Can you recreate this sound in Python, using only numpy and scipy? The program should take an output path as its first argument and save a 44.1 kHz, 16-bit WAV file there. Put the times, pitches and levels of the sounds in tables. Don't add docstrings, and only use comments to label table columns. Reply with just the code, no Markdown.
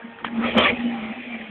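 import sys
import numpy as np
from scipy import signal
from scipy.fft import rfft, irfft
from scipy.io import wavfile
from scipy.ndimage import uniform_filter1d

SR = 44100
rng = np.random.default_rng(int(sys.argv[2]) if len(sys.argv) > 2 else 0)


def volts_from_decibels(level):
    exponent = np.asarray(level, float) / 20
    return 10 ** exponent


def to_wav(sig):
    pcm = np.clip(np.atleast_2d(sig), -1, 1) * 32767
    pcm = np.round(pcm).astype(np.int16)
    wavfile.write(sys.argv[1], SR, pcm.T)


N = 66150


def evened(x):
    return x / np.sqrt(np.mean(x ** 2) + 1e-20)


def curve(table, axis):
    rows = np.array(table, float)
    return np.interp(np.arange(N) / SR, rows[:, 0], rows[:, axis])


def drift(hz):
    width = max(int(SR / hz), 2)
    once = uniform_filter1d(rng.standard_normal(N), width)
    return evened(uniform_filter1d(once, width))


def add(mix, start_s, sound):
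    part = mix[round(start_s * SR):][:len(sound)]
    part += sound[:len(part)]


def resonate(x, hz, width_hz):
    turn = np.exp(2j * np.pi * np.cumsum(hz * np.ones(len(x))) / SR)
    decay = np.exp(-np.pi * width_hz / SR)
    return 2 * (turn * signal.lfilter([1 - decay], [1, -decay], x / turn)).real


def shaped(x, points):
    hz, db = np.transpose(points)
    gain_db = np.interp(np.log(np.fft.rfftfreq(N, 1 / SR) + 1), np.log(hz + 1), db)
    return irfft(rfft(x) * volts_from_decibels(gain_db), N)


def pipe_note():
    # start_s, level_db, pitch_hz, roughness (0-1)
    note_path = [(0, -64, 223, 0.24), (.05, -35.5, 235.4, 0.31), (.21, -68, 225.6, 0.22),
                 (.305, -29.5, 232.8, 0.15), (.41, -28.5, 224.9, 0.15), (.44, -26.5, 241.9, 0.11),
                 (.55, -33.5, 229.9, 0), (.572, -15, 226.8, 0.09), (.612, -33.5, 236.1, 0.17),
                 (.775, -37.5, 238.5, 0.21), (.85, -23.5, 240.6, 0.1), (.97, -30, 233.3, 0),
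                 (1.005, -33, 222, 0), (1.125, -31.5, 219.6, 0.15), (1.165, -44.5, 241.7, 0.37),
                 (1.26, -44, 244.7, 0.17), (1.345, -31, 231.8, 0), (1.5, -49.5, 209.6, 0.2)]
    # centre_s, length_s, change_db
    surges = [(0.237, .02, 20), (0.264, 0.023, 11), (0.341, .03, 0.5), (0.39, .015, 1.5),
              (0.414, 0.035, 5), (0.454, .03, 1), (0.521, 0.015, -5.5), (0.646, .025, 7.5),
              (0.664, .02, -14.5), (0.73, .025, 6.5), (0.794, .025, 9.5), (0.833, .015, -5),
              (1.03, .03, 3.5), (1.196, .03, 8.5), (1.391, .015, -20), (1.502, .025, 9)]
    note_width_hz, skirt_hz, skirt_db = 46, 130, -13.5
    wobble_db, overtone_db = 7, -25

    t = np.arange(N) / SR
    pitch_hz = curve(note_path, axis=2) * (1 + 0.011 * drift(33))
    rough = np.clip(curve(note_path, axis=3), 0, 1)
    phase = 2 * np.pi * np.cumsum(pitch_hz) / SR
    tone = evened(np.sin(phase) + volts_from_decibels(overtone_db) * np.sin(2 * phase))

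    def pipe_noise(width_hz):
        narrow = resonate(rng.standard_normal(N), pitch_hz, width_hz)
        return evened(resonate(narrow, pitch_hz, 2 * width_hz))

    fuzz = pipe_noise(note_width_hz)
    skirt = pipe_noise(skirt_hz)
    surge_db = sum(db * np.exp(-((t - s) / length * 2) ** 2) for s, length, db in surges)
    wobble = wobble_db * np.sqrt(rough) * drift(75)
    level = volts_from_decibels(curve(note_path, axis=1) + surge_db + wobble)
    return level * (np.sqrt(1 - rough) * tone + np.sqrt(rough) * fuzz + volts_from_decibels(skirt_db) * skirt)


def shaken_body(drive, resonances):
    total = np.zeros(N)
    for hz, width_hz, db in resonances:
        mode = resonate(drive, hz * (1 + 0.032 * drift(14)), width_hz)
        mode = evened(resonate(mode, hz, 4 * width_hz))
        total += volts_from_decibels(db) * mode * volts_from_decibels(4.5 * drift(21))
    return evened(total)


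def clatter():
    # start_s, clatter_db, low_body_db
    effort = [(0, -51, -1), (.3, -50, 6.5), (.38, -40, 4.5), (.43, -35.5, 3), (.455, -28, -5.5),
              (.52, -29.5, -2), (.555, -34.5, 8.5), (.582, -20.5, -2.5), (.66, -20, -14.5), (.7, -25.5, 1),
              (.735, -33.5, 3.5), (.822, -38, -1), (.99, -39, -4), (1.04, -36.5, 3), (1.082, -39.5, -5),
              (1.34, -41.5, -5), (1.38, -41.5, -1), (1.5, -42, -8.5)]
    # pitch_hz, width_hz, level_db
    tin = [(1110, 550, -9.5), (1912, 380, -2), (2200, 230, -9.5), (2430, 200, -5.5), (2980, 360, -13.5),
           (3420, 350, -12.5)]
    # pitch_hz, width_hz, level_db
    block = [(333, 140, -7), (504, 180, -3), (633.4, 110, -4), (780, 59, -8.5), (1026, 750, -3)]
    # frequency_hz, level_db
    rush_colour = [(60, -17), (300, -6), (900, -11), (1500, -10.5), (2300, 3), (3200, 0), (3700, -6),
                   (5000, -5)]
    ticks_per_s, tick_spread_db, hiss_share = 900, 3, 0.67
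    tin_db, rush_db, rumble_db, rumble_hz = -4, 1.5, -12.5, 146

    strength = volts_from_decibels(tick_spread_db * np.minimum(rng.exponential(1, N), 4))
    ticks = strength * (rng.random(N) < ticks_per_s / SR)
    ticks = evened(ticks * np.sign(rng.standard_normal(N)))
    drive = (1 - hiss_share) * ticks + hiss_share * rng.standard_normal(N)

    upper = volts_from_decibels(tin_db) * shaken_body(drive, tin)
    lower = shaken_body(drive, block)
    rush = volts_from_decibels(rush_db) * evened(shaped(drive, rush_colour))
    rumble = evened(signal.lfilter(*signal.butter(2, rumble_hz, fs=SR), rng.standard_normal(N)))
    rumble = volts_from_decibels(rumble_db + 0.5 * drift(20)) * rumble
    low_weight = volts_from_decibels(curve(effort, axis=2))
    return volts_from_decibels(curve(effort, axis=1)) * (upper + rush + low_weight * (lower + rumble))


def ring(start_s, length_s, hz, db):
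    width_hz, roughness = 90, 0.51
    t = np.arange(0, length_s, 1 / SR)
    fuzz = evened(resonate(rng.standard_normal(size=8000), hz, width_hz)[-len(t):])
    tone = np.sqrt(2) * np.sin(2 * np.pi * (hz * t + rng.random()))
    arch = np.sqrt(np.sin(np.pi * t / length_s))
    return start_s, volts_from_decibels(db) * arch * ((1 - roughness) * tone + roughness * fuzz)


def knock(hit_s, db, hz, rattle_s):
    thump_db, thump_s = -12.5, 0.00042
    top_hz, top_db = 3158, -13.5
    rattle_hz, rattle_db = 1800, -16

    t = np.arange(-200, 4000) / SR
    body = -np.exp(-(t / 0.00076) ** 2) * np.cos(2 * np.pi * hz * t)
    push = -volts_from_decibels(thump_db) * np.exp(-(t / thump_s) ** 2)
    top = volts_from_decibels(top_db) * np.exp(-(t / .002) ** 2) * np.cos(2 * np.pi * top_hz * t)

    jitter = evened(uniform_filter1d(rng.standard_normal(len(t)), size=90))
    loose = rng.standard_normal(len(t)) * volts_from_decibels(2 * jitter)
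    loose = evened(resonate(resonate(loose, rattle_hz, 1600), rattle_hz, 2700))
    loose = loose * np.clip(1 + t / 0.0018, 0, 1) * np.clip((rattle_s - t) / .006, 0, 1)
    rattle = volts_from_decibels(rattle_db - 310 * t) * loose
    return hit_s + t[0], volts_from_decibels(db) * (body + push + top + rattle)


def whine():
    # pitch_hz, level_db
    partials = [(461, -53.5), (920.5, -52), (1841, -53.5), (2304, -76)]
    stop_s, fade_s = 0.36, 0.017
    t = np.arange(N) / SR
    turn = 2 * np.pi * np.cumsum(1 + .001 * drift(4.3)) / SR
    tone = sum(volts_from_decibels(db + 2.0) * np.sin(hz * turn + 6 * rng.random()) for hz, db in partials)
    return tone * np.clip((stop_s - t) / fade_s, 0, 1)


def air():
    # frequency_hz, level_db
    air_colour = [(60, -12.5), (400, -13), (1000, -3.5), (1700, 6), (2600, -4), (3600, -15.5), (5000, -14)]
    return volts_from_decibels(-50) * evened(shaped(rng.standard_normal(N), air_colour))


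def scene():
    # start_s, length_s, pitch_hz, level_db
    scraped_parts = [(0.017, .02, 1660, -35), (.135, .02, 2620, -45), (0.19, .02, 1280, -39.5),
                     (0.266, 0.023, 1706, -33), (.425, .025, 1298, -33.5), (.5, .03, 1235, -34),
                     (.56, 0.033, 515, -15), (.57, .03, 1249, -19.5), (.572, .045, 3110, -16.5),
                     (0.449, .09, 3255, -37.5), (.595, 0.033, 621.6, -18), (.625, .027, 3395, -19.5),
                     (.635, .045, 2290, -19.5), (.645, .035, 1160, -20), (.655, 0.03, 1800, -19.5),
                     (.68, .03, 2380, -20.5), (.68, .03, 2082, -19.5), (.68, 0.062, 509.4, -26),
                     (0.842, .075, 2980, -38), (.88, 0.13, 795, -34.5), (0.866, 0.064, 605, -41.5),
                     (1.282, 0.14, 724.6, -43.5), (1.022, .05, 2200, -35), (1.032, .17, 780, -40.5),
                     (1.046, 0.11, 609.4, -44), (1.189, 0.024, 2430, -36), (1.243, .025, 2040, -45),
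                     (1.256, .03, 2430, -39.5), (1.297, .07, 2350, -35.5)]
    # hit_s, peak_db, body_hz, rattle_s
    blows = [
        (0.1881, -29, 1460, .025),
        (0.2447, -23.5, 1910, 0),
        (0.2474, -11.5, 1184, 0.0447),
        (0.2518, -23, 1890, 0.0064),
        (0.582, -16.5, 690, .01),
        (0.5875, -21, 2567, 0),
        (.70, -17, 2300, 0.013),
    ]
    mix = pipe_note() + clatter() + whine() + air()
    for row in scraped_parts:
        add(mix, *ring(*row))
    for row in blows:
        add(mix, *knock(*row))
    return mix[None]


def roll_off(x):
    return signal.sosfilt(signal.butter(12, 15850, fs=SR, output="sos"), x)


def record(dry):
    # start_s, level_db, half_width_samples
    overloads = [
        (.5738, -43.5, 5),
        (.5831, -17, 2.5),
        (0.6005, -40.5, 4.5),
    ]
    block_s, patchy_db, block_db = .02, 0.88, 0.9
    low_hz, edge_hz = 60, 3260

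    hz, t, z = signal.stft(dry[0], SR, nperseg=512, noverlap=384)
    block = (t / block_s).astype(int)
    patches = uniform_filter1d(rng.standard_normal(size=(200, 257)), size=4, axis=1)
    patches = evened(patches)[block].T
    whole = rng.standard_normal(size=200)[block]
    high = np.clip((hz[:, None] - 300) / 300, 0, 1)
    z = z * volts_from_decibels(high * (patchy_db * patches + block_db * whole))
    x = signal.istft(z, SR, nperseg=512, noverlap=384)[1][:N]

    x = signal.sosfilt(signal.butter(2, low_hz, "high", fs=SR, output="sos"), x)
    x = shaped(x, [(20, 0), (edge_hz, 0), (4000, -12), (4500, -33), (4800, -80), (22050, -100)])
    for start_s, db, half in overloads:
        dip = np.maximum(1 - (np.arange(-5, 6) / half) ** 2, 0)
        add(x, start_s, -volts_from_decibels(db) * dip)
    return roll_off(x[None])


dry = scene()
out = record(dry)
to_wav(out)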